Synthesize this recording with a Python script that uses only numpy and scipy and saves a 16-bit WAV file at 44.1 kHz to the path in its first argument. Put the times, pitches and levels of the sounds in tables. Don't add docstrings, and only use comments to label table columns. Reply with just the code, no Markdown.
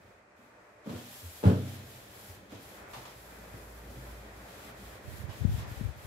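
import sys
import numpy as np
from scipy import signal
from scipy.fft import rfft, irfft, next_fast_len
from scipy.io import wavfile

SR = 44100
rng = np.random.default_rng(int(sys.argv[2]) if len(sys.argv) > 2 else 0)


def output_pcm(signal):
    pcm = np.clip(np.atleast_2d(signal).T, -1, 1) * 32767
    wavfile.write(sys.argv[1], SR, np.round(pcm).astype(np.int16))


N = 267554
TOP_HZ = 15700


def undb(db):
    return 10 ** (np.asarray(db) / 20)


def at(points, hz):
    freqs, values = np.transpose(points)
    return np.interp(np.log(np.maximum(hz, 1)), np.log(freqs), values)


def colour(x, points):
    size = next_fast_len(x.shape[-1])
    hz = np.arange(size // 2 + 1) * SR / size
    gain = undb(at(points, hz)) * (hz < TOP_HZ)
    gain /= np.sqrt(1 + (hz / points[-1][0] / 2) ** 2)
    gain /= np.sqrt(np.mean(gain ** 2))
    return irfft(rfft(x, size) * gain, size)[..., :x.shape[-1]]


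def diffuse(size, alike_below_hz=542):
    mid, side = rfft(rng.standard_normal((2, next_fast_len(size))))
    hz = np.linspace(0, SR / 2, len(mid))
    alike = .97 / (1 + (hz / alike_below_hz) ** 4)
    mid, side = mid * np.sqrt((1 + alike) / 2), side * np.sqrt((1 - alike) / 2)
    return irfft(np.array([mid + side, mid - side]), next_fast_len(size))[:, :size]


def walk(rate_hz):
    steps = rng.standard_normal(4096)
    return np.interp(np.arange(N) / SR * rate_hz, np.arange(len(steps)), steps)


def add(out, start_s, sound):
    start = max(int(start_s * SR), 0)
    out[:, start:start + sound.shape[-1]] += sound[:, :N - start]


def ring(modes):
    t = np.arange(SR) / SR
    return sum(undb(db) * np.sin(2 * np.pi * hz * t) * np.exp(-np.log(1000) * t / t60_s)
               for hz, db, t60_s in modes)


def push(response, hz, q):
    return signal.lfilter(*signal.iirpeak(hz, q, fs=SR), response)


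def low_cut(x, hz):
    return signal.sosfilt(signal.butter(6, hz, "high", fs=SR, output="sos"), x)


def sweep(start_s, length_s, peak_share=0.57):
    moments_s = start_s + length_s * np.array([0, np.clip(peak_share, .05, .95), 1])
    progress = np.interp(np.arange(N) / SR, moments_s, [0, .5, 1])
    return np.sin(np.pi * progress) * (progress < 1)


def ports(db, pan_db):
    return undb(db + np.array([[pan_db], [-pan_db]]) / 2)


def linger(power, t60_s):
    keep = np.exp(-2 * np.log(1000) / (t60_s * SR))
    return np.sqrt(signal.lfilter([1 - keep], [1, -keep], power + 1e-18))


def walls(x, count=6, echo_gain=.11):
    out = x.copy()
    for lag_s, skew_s in rng.uniform([.001, -.0002], [.012, .0002], (count, 2)):
        add(out[:1], lag_s, echo_gain * x[:1])
        add(out[1:], lag_s + skew_s, echo_gain * x[1:])
    return out / np.sqrt(1 + count * echo_gain ** 2)


# freq_hz, t60_s
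ROOM_DECAY = [(80, 1), (250, 0.56), (700, 0.4), (2000, 0.41), (6000, 0.67), (15000, 0.27)]
def room_tail(spectrum):
    hz, t, bands = signal.stft(colour(diffuse(SR), spectrum), SR, nperseg=256)
    decay = np.exp(-np.log(1000) * t / at(ROOM_DECAY, hz)[:, None])
    return signal.istft(bands * decay, SR)[1][:, :SR]


# time_s, hush_db, rumble_db
TRAFFIC_LEVELS = [(0, -61.5, -59.5), (.28, -62.5, -69.5), (.7, -59, -70.5), (1.15, -63, -67),
                  (1.7, -59.5, -55), (2.8, -55, -56.5), (4, -55.5, -54.5), (4.85, -55, -51.5),
                  (5.65, -53.5, -54), (6.07, -55, -58.5)]
# freq_hz, gain_db
HUSH_EQ = [(200, -9), (380, 0.5), (570, 0.5), (720, -2.5), (1000, -2.5), (1400, -4), (2000, -5),
           (2500, -10.5), (3100, -22.5), (8000, -25.5), (15000, -46)]
# freq_hz, gain_db
RUMBLE_EQ = [(25, -40), (50, 4.5), (90, 0.5), (130, 0.5), (165, -2), (195, 1), (260, -2), (400, -1.5),
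             (600, -6.5), (1200, -20.5)]
def traffic(hush_trim_db=2.0, flicker_db=1.65):
    times_s, *levels = np.transpose(TRAFFIC_LEVELS)
    hush_db, rumble_db = [np.interp(np.arange(N) / SR, times_s, db) for db in levels]
    hush = colour(diffuse(N), HUSH_EQ) * undb(hush_db + hush_trim_db + flicker_db * walk(8.1))
    rumble = colour(diffuse(N), RUMBLE_EQ) * undb(rumble_db + flicker_db * walk(12))
    return hush + rumble


# peak_s, level_db, firing_hz, rise_db_per_s, fall_db_per_s
ENGINE_SWELLS = [(4.1, -47.5, 56.9, 13.5, 32), (4.87, -51.5, 57.7, 83, 143)]
def far_engine():
    t, drone = np.arange(N) / SR, 0
    for peak_s, db, hz, rise, fall in ENGINE_SWELLS:
        fade_db = np.maximum(rise * (peak_s - t), fall * (t - peak_s))
        drone += undb(db - fade_db) * np.sin(2 * np.pi * hz * t)
    return np.sqrt(2) * drone


# pitch_hz, level_db
WHINE_TONES = [(596, -70), (1190, -80.5), (1296, -81.5)]
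def machine_whine(waver_db=3, drift_share=0.0042):
    whine = 0
    for hz, db in WHINE_TONES:
        level = undb(db + waver_db * walk(2.88))
        pitch_hz = hz * (1 + drift_share * walk(8.8))
        whine += level * np.sin(2 * np.pi * np.cumsum(pitch_hz) / SR)
    return np.sqrt(2) * whine


# start_s, length_s, level_db, pan_db
FINGER_SLIDES = [(5.016, 0.36, -48.5, -19), (5.378, 0.17, -45.5, 37.5), (5.456, .29, -36.5, 3),
                 (5.741, 0.19, -38.5, 19.5), (5.928, 0.086, -45.5, 2), (6.023, 0.089, -49, 24)]
# freq_hz, gain_db
SKIN_EQ = [(35, -40), (55, -0.5), (80, 6.5), (120, 3), (180, -15), (260, -15.5), (450, -30), (900, -65)]
# pitch_hz, level_db, t60_s
PHONE_MODES = [(78.4, -10, 0.03), (105, 1, 0.045), (185, -7, 0.025)]
# start_s, level_db, pitch_hz, pan_db
FINGER_THUDS = [(5.076, -43.5, 103, -30), (5.237, -37, 106, -24.5), (5.286, -40, 107, -32),
                (5.43, -56, 98, 15), (5.4484, -24, 177, 37), (5.493, -35, 121, -34),
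                (5.511, -28.5, 121, -13), (5.537, -31, 94, 28.5), (5.578, -25.5, 99.7, 11),
                (5.713, -31.5, 100, 10), (5.81, -26.5, 192, 18), (5.874, -41.5, 95.5, 29)]
def fingers(thud_trim_db=1, slide_trim_db=-1.5):
    rubbing = sum(ports(db + slide_trim_db, pan_db) * sweep(start_s, length_s)
                  for start_s, length_s, db, pan_db in FINGER_SLIDES)
    out = colour(rng.standard_normal((2, N)), SKIN_EQ) * rubbing
    body = -ring(PHONE_MODES)
    for start_s, db, hz, pan_db in FINGER_THUDS:
        add(out, start_s, push(body * ports(db + thud_trim_db, pan_db), hz, q=1.56))
    return out


# start_s, level_db
FITTING_CLACKS = [(.893, -51), (.962, -54), (2.934, -45), (2.964, -54), (3.053, -48.5), (5.295, -52),
                  (5.585, -50.5), (5.62, -53.5)]
# freq_hz, gain_db
PLASTIC_EQ = [(150, -13.5), (600, -2.5), (1000, 4.5), (1400, -7.5), (2200, -7), (3500, -9), (6000, -15.5),
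              (15000, -30)]
def fittings(crack_boost=0.25, crack_s=0.042):
    out = np.zeros((2, N))
    attack = 1 + crack_boost * np.exp(-np.arange(SR) / SR / crack_s)
    for start_s, db in FITTING_CLACKS:
        add(out, start_s, undb(db) * attack * room_tail(PLASTIC_EQ))
    return out


# pitch_hz, level_db, t60_s
CABINET_MODES = [(92.5, -2.5, 0.21), (96.4, -4, 0.81), (107.4, 7.5, 0.195), (127, -4.5, 0.92),
                 (133, 14, 0.027), (160.6, -5, 0.38), (187.8, 2.5, 0.36), (216.4, -9.5, 0.54),
                 (241.3, -4, 0.77), (279.4, -6.5, 0.39), (328, -12.5, 0.16), (423, -5.5, 0.31),
                 (450, -5, 0.073), (473, -17.5, 0.27), (560, -6.5, 0.13), (853, -0.5, 0.33)]
# freq_hz, gain_db
RATTLE_EQ = [(60, -45), (120, -20), (250, 1), (400, -4), (480, -2.5), (620, -5), (850, -17), (1400, -15),
             (2000, -25.5), (3200, -27), (6000, -38), (15000, -41)]
# start_s, level_db, pitch_hz, springiness_q, rattle_db
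ARM_BUMPS = [(.385, -56, 234, 4.2, -82), (.857, -44, 272, 3.6, -51), (.87, -29, 232.6, 2.7, -46),
             (.893, -31.5, 191, 1.1, -45), (.926, -56, 229, 2, -48), (0.935, -37, 101, 1.7, -46),
             (1.218, -38.5, 83.7, 5.7, -56), (1.43, -45, 460, 1.8, -40), (1.437, -18, 456, 0.95, -31),
             (1.454, -9.5, 158, 0.15, -30.5), (1.4644, -9, 138, 0.72, -38), (1.478, -22, 512, 2.3, -33.5),
             (1.496, -29, 160, 0.22, -34.5), (2.276, -41.5, 93, 2.6, -75), (2.521, -44.5, 298, 6.9, -47.5),
             (2.531, -47, 112, 2.9, -54), (2.962, -46.5, 132, 5.3, -52.5), (3.535, -38.5, 132, 1.2, -50.5),
             (3.956, -43, 131, 6.1, -51), (4.647, -50, 190.5, 1.3, -57)]
def cabinet(radiate_hz=74, left_lag_s=0.00039):
    out, panels = np.zeros((2, N)), ring(CABINET_MODES)
    for start_s, db, hz, q, rattle_db in ARM_BUMPS:
        knock = push(push(panels, hz, q), hz, q)
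        knock *= undb(db) / np.abs(knock).max()
        pair = np.array([np.roll(knock, int(left_lag_s * SR)), knock])
        add(out, start_s, pair + undb(rattle_db) * room_tail(RATTLE_EQ))
    return low_cut(out, radiate_hz)


# centre_s, length_s, pitch_hz, level_db
CLOTH_SQUEAKS = [(3.558, 0.098, 1900, -59), (5.169, 0.36, 1850, -58), (5.32, .1, 3000, -59),
                 (5.665, .2, 1820, -62), (5.814, 0.15, 1880, -66)]
def squeaks(width_hz=260):
    out = np.zeros((2, N))
    for centre_s, length_s, hz, db in CLOTH_SQUEAKS:
        size = int(length_s * SR)
        rub = push(diffuse(SR)[:, :size], hz, q=hz / width_hz)
        add(out, centre_s - length_s / 2, undb(db) * np.hanning(size) * rub / rub.std())
    return out


# freq_hz, gain_db
HISS_EQ = [(2500, -7), (5000, -2), (6300, -5), (7400, 0.5), (8500, -4), (10500, 0), (12500, 2),
           (14000, -0.5), (15700, -6)]
# freq_hz, gain_db
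SCRUB_EQ = [(300, -21), (700, 2.5), (1300, -4), (1900, -0.5), (2600, -2), (3500, -0.5), (4800, -7),
            (6500, -7.5), (10000, -16)]
# start_s, length_s, peak_share, hiss_db, scrub_db
CLOTH_STROKES = [(0, 0.17, 0, -78, -76), (0.397, 0.12, 0, -75, -74), (.55, 0.43, .3, -82.5, -83),
                 (0.872, .3, 0.41, -58, -58.5), (1.042, 0.59, 0.3, -52.5, -60.5),
                 (1.584, 0.2, 0.63, -55.5, -56.5), (1.81, 0.28, 0.38, -57.5, -60.5),
                 (2.06, 0.29, 0.63, -55, -61), (2.36, .14, .2, -73, -69),
                 (2.528, 0.036, 0.23, -64.5, -58.5), (2.594, 0.22, 0.32, -57.5, -61.5),
                 (2.896, .2, 0.3, -58.5, -63), (3.024, 0.6, 0.31, -60, -66),
                 (3.44, 0.64, 0.3, -60.5, -67.5), (3.84, 0.42, 0.53, -60.5, -64.5),
                 (4.198, 0.31, 0.8, -62.5, -65.5), (4.463, 0.22, 0.74, -57.5, -59),
                 (4.75, 0.22, .45, -58.5, -61), (5.029, 0.19, 0.66, -56.5, -61.5),
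                 (5.306, .11, 0.55, -58, -58.5), (5.472, 0.12, 0.68, -55.5, -56),
                 (5.692, .22, 0.15, -58, -59), (5.956, 0.23, 0.63, -56.5, -61)]
def cloth(hiss_trim_db=1.1, scrub_trim_db=4.0, grain_db=0.5, catch_db=0.6, turn_s=0.042):
    hiss_power, scrub_power = 0, 0
    for start_s, length_s, peak_share, hiss_db, scrub_db in CLOTH_STROKES:
        speed = sweep(start_s - turn_s, length_s + 2 * turn_s, peak_share)
        hiss_power += (undb(hiss_db + hiss_trim_db) * speed) ** 2
        scrub_power += undb(scrub_db + scrub_trim_db) ** 2 * speed
    slips = undb(-grain_db * walk(900) + catch_db * walk(45))
    hiss = colour(diffuse(N) * slips, HISS_EQ) * linger(hiss_power, t60_s=0.18)
    scrub = colour(diffuse(N) * slips, SCRUB_EQ) * linger(scrub_power, t60_s=0.27)
    return hiss * ports(0, pan_db=1.2) + scrub


def scene():
    contacts = cabinet() + fittings() + squeaks()
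    return contacts + walls(cloth() + traffic()) + far_engine() + machine_whine() + fingers()


def record(dry, low_cut_hz=43):
    top_cut = signal.ellip(10, .2, 80, TOP_HZ, fs=SR, output="sos")
    return signal.sosfilt(top_cut, low_cut(dry, low_cut_hz))


dry = scene()
out = record(dry)
output_pcm(out)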